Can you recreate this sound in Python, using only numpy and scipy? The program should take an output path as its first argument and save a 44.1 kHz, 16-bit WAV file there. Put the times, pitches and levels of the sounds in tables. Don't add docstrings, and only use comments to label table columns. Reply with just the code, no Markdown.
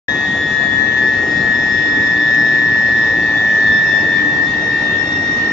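import sys
import numpy as np
from scipy import signal
from scipy.fft import rfft, irfft, next_fast_len
from scipy.io import wavfile
from scipy.ndimage import uniform_filter1d, map_coordinates

SR = 44100
rng = np.random.default_rng(int(sys.argv[2]) if len(sys.argv) > 2 else 0)


def log_audio(samples):
    frames = np.atleast_2d(samples).T
    limited = np.clip(frames, -1, 1)
    pcm = np.round(limited * 32767).astype(np.int16)
    wavfile.write(sys.argv[1], SR, pcm)


N = 243431
TIME = np.arange(N) / SR
LEFT_RIGHT = np.array([[1], [-1]])


# (time [s], pitch [Hz])
GLIDE_HZ = [(0, 1724), (.68, 1738), (1.36, 1749.8), (1.7, 1753.2), (2.04, 1755), (2.38, 1755.3),
            (2.72, 1756.3), (3.06, 1758.6), (3.4, 1763.2), (3.74, 1770.3), (4.42, 1790), (5.1, 1811),
            (5.52, 1826)]
# (time [s], left [dB], right [dB], left lead [rad])
RISING_NOTE_DB_RAD = [(0.1, -14.4, -36.6, -1.0), (0.18, -23.5, -27.5, 0.5), (0.22, -21, -22.6, 1.1),
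                      (0.26, -20.9, -28.5, 0.7), (0.3, -31.4, -26.8, 2.3), (0.34, -21.5, -33.2, 0.7),
                      (0.42, -23.4, -20.9, -0.5), (0.49, -23.3, -33, -1.2), (0.54, -15.2, -25.9, -1.6),
                      (0.62, -14.5, -31, -2.2), (0.7, -17.0, -27.4, -3.8), (0.82, -11.7, -25.0, -3.1),
                      (0.86, -15.0, -27.2, -2.7), (0.98, -14.8, -19.0, -0.3), (1.08, -13.2, -16.7, 0.3),
                      (1.24, -23.6, -28.2, 1.5), (1.36, -18.6, -33.8, 2.0), (1.42, -16.0, -26.2, 5.7),
                      (1.5, -13.4, -18.4, 5.0), (1.64, -23.0, -18.7, 5.9), (1.78, -17.1, -22.6, 5.7),
                      (1.88, -27.1, -17.0, 4.3), (2.06, -20.9, -14.8, 6.3), (2.12, -17.6, -16.6, 6.4),
                      (2.38, -13.3, -14.9, 6.3), (2.88, -17.2, -15.8, 6.3), (2.92, -14.4, -14.0, 6.2),
                      (3.28, -16.8, -17.6, 6.6), (3.36, -14.2, -20.2, 5.9), (3.5, -15.1, -15.0, 6.0),
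                      (3.7, -11, -12, 6.0), (3.76, -12, -13, 5.8), (3.8, -18.2, -12.5, 5.4),
                      (3.9, -15.7, -13.5, 6.7), (3.94, -11.8, -22.6, 6.5), (3.98, -11.9, -17.8, 5.1),
                      (4.02, -16.0, -15.2, 5.5), (4.12, -15.0, -15.7, 6.2), (4.16, -11.2, -23.1, 5.8),
                      (4.24, -15.3, -16.7, 5.0), (4.28, -12.3, -19.8, 4.6), (4.36, -20.1, -17.0, 4.3),
                      (4.4, -13.4, -16.1, 4.7), (4.44, -14.0, -15.2, 4.2), (4.5, -29, -23, 3.6),
                      (4.54, -22.7, -19.9, 6.0), (4.58, -19.4, -21.0, 4.5), (4.64, -26.5, -20.0, 5.4),
                      (4.7, -15.5, -16.5, 6.2), (4.76, -16.5, -17.5, 6.2), (4.8, -20.7, -21.2, 6.0),
                      (4.96, -15.5, -19.1, 4.9), (5.02, -14.1, -34.1, 3.8), (5.06, -26.3, -26.8, 1.5),
                      (5.16, -20.4, -20.4, 3.7), (5.26, -20.1, -28.8, 3.8), (5.3, -17.0, -20.1, 3.7),
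                      (5.36, -18.0, -21.4, 3.7), (5.42, -25.3, -15.9, 4.5), (5.5, -19.3, -18.4, 5.9)]
# (time [s], left [dB], right [dB], left lead [rad])
RISING_OCTAVE_DB_RAD = [(0.1, -35.7, -34.9, -2.5), (0.16, -32.6, -35.8, -1.6), (0.22, -37, -36, -1.2),
                        (0.34, -30.5, -35, -0.6), (0.62, -35, -34, 0.9), (0.75, -32, -30.5, 1.3),
                        (0.79, -36.5, -35.5, 3.1), (0.93, -37.0, -37.0, 3.3), (1.02, -38.6, -34.1, 4.4),
                        (1.18, -39.0, -43.9, 4.6), (1.28, -58.7, -40.5, 7.7), (1.38, -33.0, -36.9, 7.9),
                        (1.48, -41.7, -44.6, 6.0), (1.54, -43.0, -35.0, 4.7), (1.86, -58.5, -29.5, 1.2),
                        (2.24, -42.9, -33.1, 6.6), (2.38, -50, -39.5, 10.4), (2.52, -43.5, -34.9, 9.5),
                        (2.8, -40.3, -37.9, 10.0), (2.84, -38.5, -46.7, 10.9), (2.94, -38.4, -39.0, 12.3),
                        (3.0, -42.8, -41.9, 11.3), (3.1, -56.4, -32.7, 15.7), (3.16, -41.4, -38.9, 17.6),
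                        (3.32, -38.8, -40.9, 20.8), (3.38, -33.3, -28.6, 21.0), (3.48, -41.8, -33.5, 23.7),
                        (3.6, -37.0, -39.6, 28.6), (3.64, -53.1, -33.4, 29.0), (3.72, -37.2, -27.0, 31.1),
                        (3.8, -42, -31, 31.0), (3.85, -50, -44, 31.2), (3.88, -40, -32, 32.2),
                        (3.96, -38.1, -29.5, 32.6), (4.02, -40.3, -36.7, 32.1), (4.16, -36.3, -29.2, 32.5),
                        (4.2, -31.5, -35, 34.1), (4.24, -37, -40, 34.6), (4.28, -35.5, -31.5, 36.8),
                        (4.32, -36, -42, 37.8), (4.36, -40, -39, 40.8), (4.4, -38, -37, 42.2),
                        (4.44, -43, -38, 42.4), (4.48, -33, -31, 44.1), (4.54, -37, -35, 45),
                        (4.58, -38, -38, 47.1), (4.64, -40.8, -37.7, 45.9), (4.72, -34.5, -45.3, 46.4),
                        (4.78, -40.2, -39.3, 44.8), (4.88, -30, -41, 46.6), (5.0, -33.5, -37.3, 45.7),
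                        (5.08, -35, -31, 48.7), (5.16, -33.5, -29.3, 50), (5.215, -41, -47, 50.6),
                        (5.26, -32.5, -29.5, 50), (5.3, -34.2, -40, 51.2), (5.5, -38.8, -40.3, 53.4)]
# (time [s], left [dB], right [dB])
HARMONIC_3_DB = [(.1, -62, -59), (.26, -44, -59), (.3, -58, -59), (.46, -41, -56), (.54, -60, -44.5),
                 (.58, -44, -51), (.64, -57, -56), (.96, -55, -57), (1.05, -43, -45), (1.12, -48, -48),
                 (1.17, -42, -55), (1.22, -54, -49), (1.3, -47, -42.5), (1.42, -45, -43), (1.49, -50, -51),
                 (1.56, -38, -44.5), (1.9, -35.5, -48), (1.98, -44, -45), (2.03, -39, -41),
                 (2.12, -39.5, -48), (2.3, -40.5, -48), (2.4, -36, -40), (2.6, -40.5, -48),
                 (3.06, -37.5, -51), (3.42, -61, -58), (3.48, -44, -58), (3.66, -44, -56),
                 (3.74, -35.5, -55), (3.9, -36.5, -56), (4.01, -32.5, -53), (4.08, -47, -49),
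                 (4.18, -42, -57), (4.28, -53, -53), (4.46, -38.5, -55), (4.53, -55, -60), (4.63, -41, -49),
                 (4.78, -47, -50), (4.86, -44, -47), (4.94, -56, -62), (4.99, -37.5, -51),
                 (5.28, -37.5, -49), (5.42, -43, -60), (5.5, -37, -56)]
# (time [s], left [dB])
HARMONIC_4_DB = [(.1, -56.5), (.42, -45.5), (.8, -50), (.9, -59), (1.36, -48), (2.3, -60), (2.45, -70),
                 (4.98, -68), (5.04, -55.5), (5.5, -62)]
# (time [s], right [dB])
FIFTH_ABOVE_DB = [(.1, -44), (.2, -38.5), (.35, -46), (1.2, -44), (1.9, -44.5), (2.7, -45.5), (3.27, -41),
                  (3.6, -50.5), (3.9, -38), (4.2, -47), (4.7, -40), (5.15, -38), (5.5, -46.5)]

def rising_coil():
    pitch_hz = curves(GLIDE_HZ)[0]
    current_rad = np.pi * np.cumsum(pitch_hz) / SR
    slope_hz_per_s = uniform_filter1d(np.gradient(pitch_hz) * SR, size=SR // 4)
    speed = np.abs(slope_hz_per_s) / 30
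    fade = {2: standing_waves(pitch_hz, share=.015 * speed)}
    for k in (3, 4, 6, 8):
        fade[k] = standing_waves(k / 2 * pitch_hz, share=.02 * speed)

    note = whine(2 * current_rad, at_ears(RISING_NOTE_DB_RAD) * fade[2],
                 shimmer_db=-21, shimmer_hz=45, rasp_db=-18, rasp_hz=210)
    octave_ears = at_ears(RISING_OCTAVE_DB_RAD) * fade[4]
    octave = flicker(depth_db=1.6, rate_hz=60, rasp_db=-6.5 - 7 * speed)
    octave *= scattered(4 * current_rad, share=.05, rate_hz=55, fade=octave_ears)
    third = amp(curves(HARMONIC_3_DB)) * flicker(depth_db=1.9, rate_hz=52, rasp_db=-11)
    third *= scattered(6 * current_rad, share=.05, rate_hz=60, fade=left_lead(1.2 * speed) * fade[6])
    fourth = amp(curves(HARMONIC_4_DB) + [[0], [-15]])
    fourth *= scattered(8 * current_rad, share=.06, rate_hz=22, fade=fade[8])
    even = note + octave + third + fourth

    sub_octave = amp(-44.5) * scattered(current_rad, share=.96, rate_hz=11)
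    fifth_above = amp(curves(FIFTH_ABOVE_DB) + [[-4], [0]]) * flicker(depth_db=2.3, rate_hz=30)
    fifth_above *= scattered(3 * current_rad, share=.15, rate_hz=35, fade=fade[3])
    tail = amp(-20) * hall(even, t60_s=2)
    return even + sub_octave + fifth_above + tail


# (time [s], left [dB], right [dB], left lead [rad])
STEADY_NOTE_DB_RAD = [(0.1, -16.7, -23.2, 0.6), (0.3, -16.3, -19.6, 0.3), (0.76, -15.5, -20.9, 0.5),
                      (1.3, -15.2, -18.8, 0.2), (2.0, -13.9, -22.7, 0.5), (2.18, -14.8, -21.1, 0.8),
                      (2.86, -13.4, -21.6, 0.7), (2.94, -14.7, -20.2, 0.1), (3.28, -15.9, -20.9, 0.8),
                      (3.68, -17.1, -20.3, 0.2), (3.76, -15.5, -25.6, 0.7), (5.0, -16.8, -23.7, 1.2),
                      (5.28, -18.0, -20.9, 0.6), (5.5, -18.4, -24.1, 0.6)]
# (time [s], left [dB], right [dB])
STEADY_OCTAVE_DB = [(.1, -39, -31), (.2, -43, -32.5), (.3, -48, -35.5), (.45, -48, -39), (.62, -45, -42),
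                    (.92, -52, -50), (1.1, -49, -43), (1.7, -45, -41), (2.2, -44, -38.5), (2.72, -42, -39),
                    (2.85, -48, -48), (3.05, -46, -38.5), (3.4, -46, -42), (3.68, -38, -39),
                    (3.85, -43, -42), (4.2, -47, -47), (4.5, -49, -54), (4.6, -44, -39.5),
                    (5.1, -45, -38.5), (5.5, -46, -41)]

def steady_coil(pitch_hz=1873.5):
    current_rad = np.pi * pitch_hz * TIME
    note = whine(2 * current_rad, at_ears(STEADY_NOTE_DB_RAD),
                 shimmer_db=-20, shimmer_hz=18, rasp_db=-18.5, rasp_hz=150)
    octave = amp(curves(STEADY_OCTAVE_DB)) * flicker(depth_db=3, rate_hz=20)
    octave *= scattered(4 * current_rad, share=.1, rate_hz=26, fade=left_lead(-1.7))
    third = amp([[-53], [-58]]) * scattered(6 * current_rad, share=.88, rate_hz=31)
    sub_octave = amp(-56) * scattered(current_rad, share=.87, rate_hz=1.8)
    return note + octave + third + sub_octave


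# (time [s], level [dB])
RECTIFIER_DB = [(.1, -41), (.7, -40), (1.2, -36), (1.6, -40), (1.95, -40), (2.15, -35), (2.42, -33),
                (2.55, -43), (2.9, -41), (3.15, -34), (3.55, -40), (3.9, -40), (4.1, -34), (4.5, -35),
                (4.9, -37), (5.5, -37)]

def rectifier(ripple_hz=298.5):
    return amp(curves(RECTIFIER_DB)) * scattered(2 * np.pi * ripple_hz * TIME, share=.4, rate_hz=20)[0]


# (time [s], level [dB])
PUMP_DB = [(.1, -53), (.6, -49), (.95, -43.5), (1.3, -50), (1.8, -46), (2.1, -54), (3.3, -52), (3.65, -43),
           (4.2, -45), (4.45, -41), (4.8, -41.5), (5.0, -49), (5.5, -47)]

def pump(pitch_hz=871):
    return amp(curves(PUMP_DB)) * scattered(2 * np.pi * pitch_hz * TIME, share=.25, rate_hz=9)


# (frequency [Hz], mean level of both ears [dB])
MOTOR_LINES_HZ_DB = [(49.5, -57), (62, -50), (80, -48), (95, -46), (99, -47.5), (142, -47.5), (151, -44.5),
                     (175, -45), (198, -47), (223, -43.5), (238, -47.5), (247, -44), (274, -46), (297, -43),
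                     (495, -56), (600, -51.5), (690, -50), (820, -49.5), (945, -50.5), (1205, -53.5),
                     (1245, -52.5)]

def motors():
    hum = np.zeros((2, N))
    for hz, db in MOTOR_LINES_HZ_DB:
        mid, side = .7 * flutter(3.526) + .7 * np.exp(2j * np.pi * rng.random((2, 1)))
        mid_gain, side_gain = mid_side_gains(hz)
        ears = mid_gain * mid + side_gain * side * LEFT_RIGHT
        hum += amp(db) * tone(2 * np.pi * hz * TIME, unit(ears))
    return hum * amp(.4 * LEFT_RIGHT)


# (frequency [Hz], relative density [dB])
ROAR_HZ_DB = [(12, -32.5), (25, -13), (40, -15), (60, -10), (95, -5.5), (160, -2), (260, -2.5), (290, 1.5),
              (330, -3.5), (480, -6), (530, -8.5), (860, -9), (1080, -13), (1500, -15.5), (2200, -62.5)]

def hall_roar():
    return amp([[-26], [-26.2]]) * rush(ROAR_HZ_DB, patchy_db=1.45)


# (frequency [Hz], left relative density [dB], right relative density [dB])
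WATER_HZ_DB = [(880, -29.5, -24.5), (1150, -5, -9), (1360, -8, -8.5), (1520, 1, -1), (1680, 1.5, -5),
               (1890, -6, -4.5), (2060, 1.5, 0), (2290, -1, -2), (2550, -5, -1), (2600, -7.5, -5),
               (3160, -10, -2.5), (3670, -7.5, -0.5), (4000, -9, -5), (4400, -6, -8), (4960, -14, -8.5),
               (5250, -12, -16.5), (5640, -10, -12), (6300, -8.5, -24), (7260, -16.5, -26),
               (7400, -25.5, -39.5)]

def cooling_water():
    return amp(-33.6) * rush(WATER_HZ_DB, patchy_db=2.2)


# (frequency [Hz], left-right coherence [0..1])
COHERENCE = [(100, 1), (140, 1), (220, 1), (340, 0.85), (530, 0.83), (810, 0.48), (1260, 0.17),
             (5000, 0.12)]

def mid_side_gains(hz):
    angle_rad = np.arccos(np.clip(along(COHERENCE, hz)[0], -1, 1)) / 2
    return np.array([np.cos(angle_rad), np.sin(angle_rad)])


def rush(spectrum, patchy_db):
    bins = signal.stft(rng.standard_normal((2, N)), nperseg=512)[2]
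    patches = uniform_filter1d(rng.standard_normal(bins.shape[1:]), size=4, axis=0)
    patches = uniform_filter1d(patches, size=14, axis=1)
    noise = signal.istft(bins * amp(patchy_db * unit(patches)), nperseg=512)[1][:, :N]
    mid, side = filtered(noise, mid_side_gains)
    return unit(filtered(mid + side * LEFT_RIGHT, lambda hz: amp(along(spectrum, hz))))


def standing_waves(hz, share, mode_spacing_hz=2.8):
    modes = random_field((hz[::32] - hz.min()) / mode_spacing_hz, knot_count=256)
    return blend(modes, share)


def scattered(phase, share, rate_hz, fade=1):
    return tone(phase, fade * blend(flutter(rate_hz), share))


def hall(x, t60_s):
    tail = rng.standard_normal((2, SR)) * amp(-60 * TIME[:SR] / t60_s)
    return signal.fftconvolve(x, tail / np.linalg.norm(tail[0]), axes=1)[:, :N]


def whine(phase, ears, shimmer_db, shimmer_hz, rasp_db, rasp_hz):
    shimmer = amp(shimmer_db) * flutter(shimmer_hz)
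    rasp = amp(rasp_db) * flutter(rasp_hz)
    return tone(phase, ears * (1 + shimmer + rasp))


def flicker(depth_db, rate_hz, rasp_db=-12, rasp_hz=170):
    change = flutter(rate_hz)
    dips = amp(-depth_db * unit(change[0].real + .5 * change.imag) ** 2)
    return unit(dips * (1 + amp(rasp_db) * flutter(rasp_hz).real))


def flutter(rate_hz):
    return random_field(TIME[::32] * rate_hz, knot_count=2048)


def random_field(position, knot_count):
    knots = rng.standard_normal((4, knot_count))
    coarse = [map_coordinates(row, [position], mode="mirror") for row in knots]
    parts = np.array([np.interp(TIME, TIME[::32], row) for row in coarse])
    return unit(parts[::2] + 1j * parts[1::2])


def blend(field, share):
    share = np.clip(share, 0, 1)
    return np.sqrt(1 - share) + np.sqrt(share) * field


def at_ears(rows):
    left_db, right_db, lead_rad = curves(rows)
    return amp([left_db, right_db]) * left_lead(lead_rad)


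def left_lead(rad):
    return np.exp(.5j * rad * LEFT_RIGHT)


def tone(phase, envelope):
    return np.sqrt(2) * (envelope.real * np.sin(phase) + envelope.imag * np.cos(phase))


def filtered(x, response):
    size = next_fast_len(N + 8192)
    return irfft(rfft(x, size) * response(np.fft.rfftfreq(size, 1 / SR)), size)[..., :N]


def curves(rows):
    time_s, *columns = np.transpose(rows)
    return np.array([np.interp(TIME, time_s, c) for c in columns])


def along(rows, hz):
    row_hz, *columns = np.transpose(rows)
    return np.array([np.interp(np.log(hz + 1), np.log(row_hz + 1), c) for c in columns])


def amp(db):
    return 10 ** (np.asarray(db) / 20)


def unit(x):
    return x / np.sqrt(np.mean(np.abs(x) ** 2) + 1e-20)


def scene():
    return rising_coil() + steady_coil() + rectifier() + pump() + motors() + hall_roar() + cooling_water()


def record(dry):
    start_s, cutoff_hz = .083, 7550
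    gate = np.clip((TIME - start_s) * SR / 128 + .5, 0, 1)
    return filtered(dry * gate, lambda hz: np.clip((cutoff_hz - hz) / 100 + .5, 0, 1))


dry = scene()
out = record(dry)
log_audio(out)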